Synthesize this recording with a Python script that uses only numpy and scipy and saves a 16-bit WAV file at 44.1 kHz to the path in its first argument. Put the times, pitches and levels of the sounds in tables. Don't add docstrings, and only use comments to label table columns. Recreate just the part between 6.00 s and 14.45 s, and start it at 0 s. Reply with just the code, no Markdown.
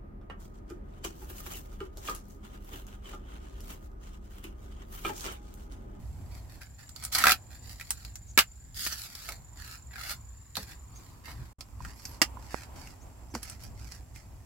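import sys
import numpy as np
from scipy import signal
from scipy.fft import rfft, irfft, next_fast_len
from scipy.io import wavfile
from scipy.ndimage import uniform_filter1d

SR = 44100
rng = np.random.default_rng(int(sys.argv[2]) if len(sys.argv) > 2 else 0)


def dump_mix(stems):
    frames = np.atleast_2d(stems).T
    limited = np.clip(frames, -1, 1)
    pcm = np.round(limited * 32767).astype(np.int16)
    wavfile.write(sys.argv[1], SR, pcm)


N = 372644
TIME = np.arange(N) / SR
DROPOUT_START_S, DROPOUT_END_S = 5.53, 5.586

# (frequency [Hz], relative level [dB])
LEAF_SPECTRUM = [(100, -16.5), (300, -7), (470, -13), (760, -3), (1080, -7), (1280, 3), (1800, -1),
                 (2400, -4), (2900, -10), (4000, -17.5), (8000, -63.5)]
# (frequency [Hz], relative level [dB])
FIBRE_SPECTRUM = [(500, -46), (1800, -15.5), (2800, -7), (3400, -5.5), (4600, 1), (5600, -1), (6600, -2.5),
                  (7800, -1), (8800, -6.5), (10200, -3), (11700, -0.5), (13500, -5.5), (15500, -4.5)]
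# (frequency [Hz], width [Hz], relative gain)
LEAF_RESONANCES = [(1910, 600, 1.08), (4400, 800, 0.95)]
MIDDLING_DB = -51
FLEX_OCTAVES = 0.06


def tearing(middling_breaks_per_s=2600, tear_db=-30):
    leaf_db, fibre_db = pulling()
    force = 1 / (1 + from_db(tear_db - fibre_db))
    breaks_per_s = middling_breaks_per_s * from_db(.4 * (fibre_db - MIDDLING_DB))
    breaks = fibre_breaks(breaks_per_s, spread_db=1.0, clump_db=1.24, friction=0.4)
    leaf = colour(breaks * from_db(leaf_db - 4.5), LEAF_SPECTRUM)
    fibres = colour(breaks * from_db(fibre_db - 3.0), FIBRE_SPECTRUM)
    ring = 0
    for hz, width_hz, gain in LEAF_RESONANCES:
        bent_hz = hz * 2 ** (FLEX_OCTAVES * drift(25))
        ring = ring + gain * from_db(0.83 * drift(12)) * gliding_resonance(leaf + fibres, bent_hz, width_hz)
    return fibres + leaf * (1 + force) / 2 + ring * (1 - force)


# (time [s], length [s], flexing leaf level [dB], parting fibre level [dB], swell from start to end [dB])
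HAND_STROKES = [(0.299, 0.07, -60.5, -58, 5), (.48, 0.074, -59.5, -58.5, -1),
                (0.606, 0.031, -50.5, -52.5, -8), (0.777, 0.1, -57, -59.5, -14),
                (0.948, 0.093, -56.5, -54, 22), (1.116, 0.044, -38, -28, 5), (1.149, 0.074, -28, -30, 0),
                (1.225, 0.095, -29.5, -30, 6.5), (1.499, 0.063, -56.5, -55, -4),
                (1.597, 0.12, -60.5, -54.5, 17), (1.73, 0.35, -60, -55.5, -2.5),
                (2.737, 0.135, -47.5, -35, 10), (2.89, 0.044, -43.5, -38.5, 6),
                (2.948, 0.11, -51.5, -41, -1), (3.034, 0.29, -53.5, -48, 9), (3.544, .2, -51.5, -50, 6),
                (3.902, 0.078, -48, -55.5, 10.5), (3.968, 0.11, -44, -43.5, 5),
                (4.081, 0.032, -40.5, -36, 10), (4.545, 0.088, -49.5, -45.5, -4),
                (4.666, 0.049, -52, -51.5, 4), (4.915, 0.2, -68, -60.5, -4.5),
                (5.233, 0.078, -48, -50.5, 3), (5.346, 0.11, -61.5, -63, 1), (5.783, 0.12, -54.5, -55, 4.5),
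                (5.941, 0.21, -60, -53.5, -0.5), (6.379, 0.081, -60, -59.5, 11),
                (6.481, 0.15, -48, -48.5, -5.5), (6.732, 0.19, -55.5, -53, -8),
                (7.335, 0.057, -50, -46.5, -17), (7.407, 0.13, -50, -48.5, -6),
                (7.588, 0.057, -57.5, -52, 7.5), (7.741, 0.22, -57.5, -54, 4.5),
                (8.136, 0.063, -58.5, -56.5, -0.5)]
HELD_LEAF_DB, HELD_FIBRE_DB = -70.5, -71
ATTACK_SHARE = .25
MIDDLING_RELEASE_DB_PER_S, RELEASE_FOLLOWS = 340.5, 0.3


def pulling():
    power = from_db([[HELD_LEAF_DB], [HELD_FIBRE_DB]]) ** 2 * np.ones(N)
    t = np.arange(SR) / SR
    for s, length, leaf_db, fibre_db, swell_db in HAND_STROKES:
        grip = np.minimum(t / (ATTACK_SHARE * length), 1)
        release_rate = MIDDLING_RELEASE_DB_PER_S * from_db(RELEASE_FOLLOWS * (fibre_db - MIDDLING_DB))
        release_db = release_rate * np.maximum(t - length, 0)
        slide_db = swell_db * (np.minimum(t / length, 1) - .5)
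        envelope = grip * from_db(slide_db - release_db)
        add(power, s, (from_db([[leaf_db], [fibre_db]]) * envelope) ** 2)
    return 10 * np.log10(power)


def fibre_breaks(per_s, spread_db, clump_db, friction):
    born = rng.random(N) < per_s / SR
    sizes = born * from_db(spread_db * np.minimum(rng.exponential(1, N), 4))
    sizes = sizes / np.sqrt(uniform_filter1d(sizes ** 2, size=1500).clip(0) + 1e-6)
    breaks = (sizes + friction) * stereo_noise(N) * catches() * from_db(clump_db * drift(220))
    return breaks / np.sqrt(uniform_filter1d(np.mean(breaks ** 2, axis=0), size=1500) + 1e-9)


def catches(per_s=130, size=1.5, release_s=0.0011):
    gives = (rng.random(N) < per_s / SR) * np.minimum(rng.exponential(1, N), 2)
    return 1 + size * signal.lfilter([1], [1, -np.exp(-1 / (release_s * SR))], gives + 1e-18)


def hand_echo(x, share, delay_s, travel=.25):
    late = delay_s * (1 + travel * drift(6))
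    return x + share * np.array([np.interp(TIME - late, TIME, side) for side in x])


# (time [s], level before placing [dB], ring frequency [Hz])
STALK_SNAPS = [(0.617, -46.5, 2160), (.892, -45, 7300), (0.962, -41, 4540), (1.038, -35.5, 9400),
               (1.05, -31.5, 9100), (1.15, -22.5, 4600), (1.186, -24.5, 9150), (1.2393, -14.5, 1310),
               (1.2556, -19, 1290), (1.269, -13.5, 1570), (1.2823, -18.5, 1560), (1.294, -19, 2060),
               (1.302, -21, 1380), (1.309, -21.5, 4500), (1.319, -17.5, 2590), (1.798, -43, 1940),
               (1.811, -38.5, 2150), (1.906, -23.5, 9200), (2.049, -42, 4260), (2.156, -39.5, 6800),
               (2.3757, -13.5, 2050), (2.383, -17, 1400), (2.3889, -13, 2860), (2.397, -21, 2100),
               (2.407, -25.5, 2700), (2.8647, -29.5, 2220), (2.926, -33.5, 5970), (2.939, -45, 7000),
               (3.152, -40, 4800), (3.289, -34, 2190), (4.5545, -35.5, 3840), (4.568, -29.5, 4000),
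               (4.718, -48, 2200), (5.608, -37.5, 4190), (5.849, -38.5, 1400), (6.053, -35, 5270),
               (6.2168, -16, 1810), (6.218, -17.5, 4840), (6.2212, -20, 3070), (6.634, -46, 2480),
               (6.873, -46, 2430), (7.3512, -38.5, 5700), (7.43, -34.5, 10900), (7.498, -37.5, 8950),
               (7.636, -43.5, 11000), (7.92, -41, 4650), (8.16, -46, 2380)]
EVEN_HZ, FIBRE_LEAD_DB, LEAD_OCTAVES = 2000, 17, 1.5


def snapping(ring_gain=2.7, ring_width=0.19, size=2048):
    t, out = np.arange(size) / SR, np.zeros((2, N))
    for s, db, hz in STALK_SNAPS:
        burst = fracture(t)
        burst = burst + ring_gain * resonance(burst, hz, ring_width * hz)
        bright = from_db(FIBRE_LEAD_DB * np.tanh(np.log2(hz / EVEN_HZ) / LEAD_OCTAVES))
        for spectrum, share in (LEAF_SPECTRUM, 1), (FIBRE_SPECTRUM, bright):
            part = colour(burst, spectrum)
            part = part / np.std(part[:, t < .006])
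            add(out, s, from_db(db) * share / np.hypot(1, bright) * part)
    return out


SPLINTER_S, SPLINTER_SPREAD_DB = 0.0033, 3


def fracture(t, pulse=3.0, crack=1.0, crack_s=.0009):
    unevenness = from_db(SPLINTER_SPREAD_DB * rng.standard_normal(len(t)).clip(-2, 2))
    splinters = np.exp(-t / SPLINTER_S) * unevenness
    crack_fade = np.exp(-t / crack_s)
    return pulse * (t == 0) + stereo_noise(len(t)) * (crack * crack_fade + splinters * (1 - crack_fade))


# (time [s], level [dB], ring frequency [Hz],
# 60 dB decay time [s], share of dull noise [0-1], shift to the right [dB])
SOFT_KNOCKS = [(2.383, -18.5, 391, 0.029, 0.86, -2), (3.285, -41.5, 685, 0.25, 0.6, 0),
               (5.275, -43, 806, 0.19, 0.8, 0), (4.569, -32.5, 700, 0.076, 0.9, 1.5),
               (4.575, -33, 196, 0.18, 0.4, -1), (5.8045, -33, 995, 0.026, 0, 3),
               (6.217, -20, 320, 0.056, 0.26, -4), (6.3702, -32.5, 1005, 0.028, 0.14, 6),
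               (6.544, -7.5, 815, 0.0016, 0.2, 13), (7.338, -30, 305, 0.075, 0.26, 0),
               (7.3515, -19.5, 910, 0.0087, 0.6, -5), (7.352, -22, 230, 0.07, 0.31, -3)]
SOFT_CONTACT_HZ = 2300


def knocking():
    t, out = np.arange(SR // 4) / SR, np.zeros((2, N))
    for s, db, hz, t60, puff, right_db in SOFT_KNOCKS:
        crushed = rms_one(resonance(stereo_noise(len(t)), hz, hz))
        body = (1 - puff) * np.sin(2 * np.pi * hz * t) + puff * crushed
        onset = 1 - np.exp(-t / (0.019 * t60))
        sides = from_db([[-right_db / 2], [right_db / 2]])
        add(out, s, from_db(db - 60 * t / t60) * onset * body * sides)
    return signal.sosfilt(signal.butter(4, SOFT_CONTACT_HZ, fs=SR, output="sos"), out + 1e-18)


# (start time [s], end time [s], level before swell and mix [dB],
# middle pitch [Hz], mean pulse rate [1/s], rasp [0-1])
GRASS_CRICKETS = [(.6166, 5.16, -51.7, 7160, 23.71, .4), (0, 8.45, -67.5, 7430, 23.0, .8)]
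WING_LEAD, WARM_UP_S = 0.05, 0.33
WING_BUZZ = .4


def crickets(duty=0.46, fall_hz=180, rasp_width_hz=330):
    out = np.zeros((2, N))
    for start, end, db, hz, per_s, rasp in GRASS_CRICKETS:
        beat = ((TIME - start) * per_s + 0.11 * rasp * drift(2.4) + WING_LEAD) % 1
        stroke = np.minimum(beat / duty, 1)
        closing = np.sin(np.pi * stroke) * from_db(1.5 * drift(per_s))
        tone = np.sin(2 * np.pi * np.cumsum(hz + fall_hz * (.5 - stroke)) / SR)
        scrape = resonance(rng.standard_normal((2, N)), hz, rasp_width_hz)
        scrape = rms_one(resonance(scrape, hz, rasp_width_hz))
        warm_up = np.clip(np.minimum(TIME - start, end - TIME) / WARM_UP_S, 0, 1) ** .5
        swell = warm_up * from_db(drift(1.6))
        out += from_db(db) * swell * ((1 - rasp) * tone * closing + rasp * scrape * (closing + WING_BUZZ))
    return out


# (time [s], peak level [dB], first pitch [Hz], last pitch [Hz], length [s]), pitches before the arch
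FAR_CHIRPS = [(2.274, -51.5, 6070, 5620, 0.05), (4.948, -51, 5830, 5500, 0.038),
              (5.915, -63, 10400, 10800, 0.11), (6.01, -54, 11500, 10500, 0.14),
              (6.998, -60, 4800, 6400, 0.05), (7.296, -59, 5400, 5080, 0.042)]


def birds(arch_hz=900, quaver_hz=950):
    out = np.zeros((2, N))
    for s, db, from_hz, to_hz, length in FAR_CHIRPS:
        u = np.arange(int(length * SR)) / (length * SR)
        quaver = quaver_hz * rng.standard_normal(len(u))
        pitch = from_hz + (to_hz - from_hz) * u + arch_hz * np.sin(np.pi * u) + quaver
        add(out, s, from_db(db) * np.sin(np.pi * u) * np.sin(2 * np.pi * np.cumsum(pitch) / SR))
    return out


# (time [s], rise of the rumble [dB], time from the peak to 1/e of the rise [s])
AIR_GUSTS = [(0.058, 11, 0.42), (5.404, 12, 0.056), (5.825, 10, 0.083), (7.701, 4.5, 0.25)]
# (time [s], level [dB])
HUSH_CURVE = [(0.0, -63.5), (0.47, -62), (0.75, -70.5), (1.03, -67.5), (1.15, -63), (2.26, -73.5),
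              (2.8, -73.5), (3.01, -68), (3.25, -66.5), (4.4, -69.5), (5.27, -60.5), (5.53, -64.5),
              (6.38, -59.5), (8.45, -67.5)]
# (time [s], centre frequency [Hz])
HUSH_BAND = [(1.2, 700), (3.2, 801), (4.4, 1150), (5.4, 1110), (7.3, 720)]
# (frequency [Hz], relative level [dB])
RUMBLE_SPECTRUM = [(22, -20.5), (48, -4), (63, 3.5), (80, -7), (105, -4.5), (150, -15), (250, -24),
                   (450, -38.5), (1000, -68)]
# (frequency [Hz], relative level [dB])
HUSH_SPECTRUM = [(100, -26), (250, 5), (450, -5.5), (1000, -4), (1700, -15), (2500, -15), (4000, -23.5)]
# (frequency [Hz], relative level [dB])
HISS_SPECTRUM = [(2500, -9), (3400, -11.5), (4500, -10.5), (7400, -1), (9000, -8), (12000, -5.5),
                 (15500, -11.5)]
RUMBLE_DB, HUSH_DB, HISS_DB = -49, 2, -66


def air():
    gust_db = sum(db * np.exp(-((TIME - s) / half) ** 2) for s, db, half in AIR_GUSTS)
    lumps_db = 1.6 * drift(14)
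    hush_db, = in_time(HUSH_CURVE)
    centre_hz, = in_time(HUSH_BAND)

    def layer(db, spectrum):
        return from_db(db) * colour(stereo_noise(N, FAR_LIKENESS), spectrum)

    rumble = layer(RUMBLE_DB + gust_db + lumps_db, RUMBLE_SPECTRUM)
    hush = layer(HUSH_DB + hush_db + 0.93 * lumps_db, HUSH_SPECTRUM)
    hiss = layer(HISS_DB, HISS_SPECTRUM)
    return rumble + hush + 1.11 * gliding_resonance(hush, centre_hz, width_hz=300) + hiss


def field(x, scatter_db, t60, likeness, count=3, size=8192):
    t = np.arange(size) / SR
    fade = from_db(-60 * t / t60) * (1 - np.exp(-t / 0.0014))
    paths = np.array([drift(20) for _ in range(count)])
    paths = paths / np.linalg.norm(paths, axis=0)
    tails = sum(convolve(x * path, rms_one(stereo_noise(size, likeness) * fade)) for path in paths)
    return x + from_db(scatter_db) * tails / np.sqrt(size)


def place(x, right_db, lag):
    right = np.interp(np.arange(N) - lag, np.arange(N), x[1])
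    return np.array([x[0], right]) * from_db([[-right_db / 2], [right_db / 2]])


# (frequency [Hz], likeness [0-1])
NEAR_LIKENESS = [(700, 0.96), (1400, .8), (2800, 0.2), (5000, 0.1)]
# (frequency [Hz], likeness [0-1])
FAR_LIKENESS = [(25, .75), (70, 0.93), (600, 0.5), (1500, 0.19), (5000, .05)]


def stereo_noise(size, likeness=NEAR_LIKENESS):
    padded = next_fast_len(size, True)
    mid, side = rfft(rng.standard_normal((2, padded)))
    alike = np.clip(at_hz(likeness, np.fft.rfftfreq(padded, 1 / SR)), 0, 1)
    both = np.sqrt((1 + alike) / 2) * mid + np.sqrt((1 - alike) / 2) * side * [[1], [-1]]
    return irfft(both, padded)[:, :size]


def colour(x, spectrum, size=4096):
    cepstrum = irfft(np.log(from_db(at_hz(spectrum, np.fft.rfftfreq(size, 1 / SR)))))
    cepstrum[1:size // 2] *= 2
    cepstrum[size // 2 + 1:] = 0
    response = irfft(np.exp(rfft(cepstrum)))
    return convolve(x, response / np.linalg.norm(response))


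def resonance(x, hz, width_hz):
    r = np.exp(-np.pi * width_hz / SR)
    zeros = np.array([1, 0, -1]) * (1 - r * r) / 2
    return signal.lfilter(zeros, [1, -2 * r * np.cos(2 * np.pi * hz / SR), r * r], x)


def gliding_resonance(x, hz, width_hz):
    turn = np.exp(2j * np.pi * np.cumsum(hz) / SR)
    r = np.exp(-np.pi * width_hz / SR)
    return 2 * np.real(turn * signal.lfilter([1 - r], [1, -r], x * turn.conj()))


def convolve(x, response):
    return signal.oaconvolve(np.atleast_2d(x), np.atleast_2d(response), axes=-1)[:, :x.shape[-1]]


def drift(rate):
    knots = rng.standard_normal(int(9 * rate) + 2)
    return rms_one(np.interp(TIME * rate, np.arange(len(knots)), knots))


def add(out, s, sound):
    start = max(int(s * SR), 0)
    out[:, start:start + sound.shape[-1]] += sound[..., :N - start]


def from_db(db):
    return 10 ** (np.asarray(db) / 20)


def rms_one(x):
    return x / np.sqrt(np.mean(x ** 2) + 1e-20)


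def in_time(rows):
    s, *columns = np.transpose(rows)
    return [np.interp(TIME, s, c) for c in columns]


def at_hz(points, hz):
    f, value = np.transpose(points)
    return np.interp(np.log(hz + 1), np.log(f), value)


# (frequency [Hz], relative level [dB])
BEHIND_SPECTRUM = [(600, 3), (1150, -0.5), (1800, -2), (2700, 1), (3900, -6.5), (5400, 3), (7500, 1.5),
                   (12000, -3)]


def scene():
    rustle = from_db(-.9) * hand_echo(tearing(), share=.5, delay_s=.0011)
    husks = field(rustle + snapping(), scatter_db=-4.5, t60=0.084, likeness=NEAR_LIKENESS)
    knocks = knocking()
    front = place(husks + knocks, right_db=2.1, lag=-2.9)
    behind = place(from_db(-2.0) * colour(husks, BEHIND_SPECTRUM) + knocks, right_db=4.5, lag=0.74)
    work = np.where(TIME < DROPOUT_START_S, front, behind)
    wildlife = field(crickets() + birds(), scatter_db=-4.5, t60=0.17, likeness=FAR_LIKENESS, count=2)
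    return work + wildlife + place(air(), right_db=1.15, lag=3.9)


PEAK_LIMIT, CUTOFF_HZ = .85, 15800


def record(dry):
    sounding = (TIME < DROPOUT_START_S) | (TIME > DROPOUT_END_S)
    gate = np.maximum(uniform_filter1d(1. * sounding, size=200), .004)
    rounded = dry / (1 + (dry / PEAK_LIMIT) ** 4) ** .25
    top_cut = signal.ellip(10, .1, 80, CUTOFF_HZ, fs=SR, output="sos")
    return signal.sosfilt(top_cut, rounded * gate)


dry = scene()
out = record(dry)
dump_mix(out)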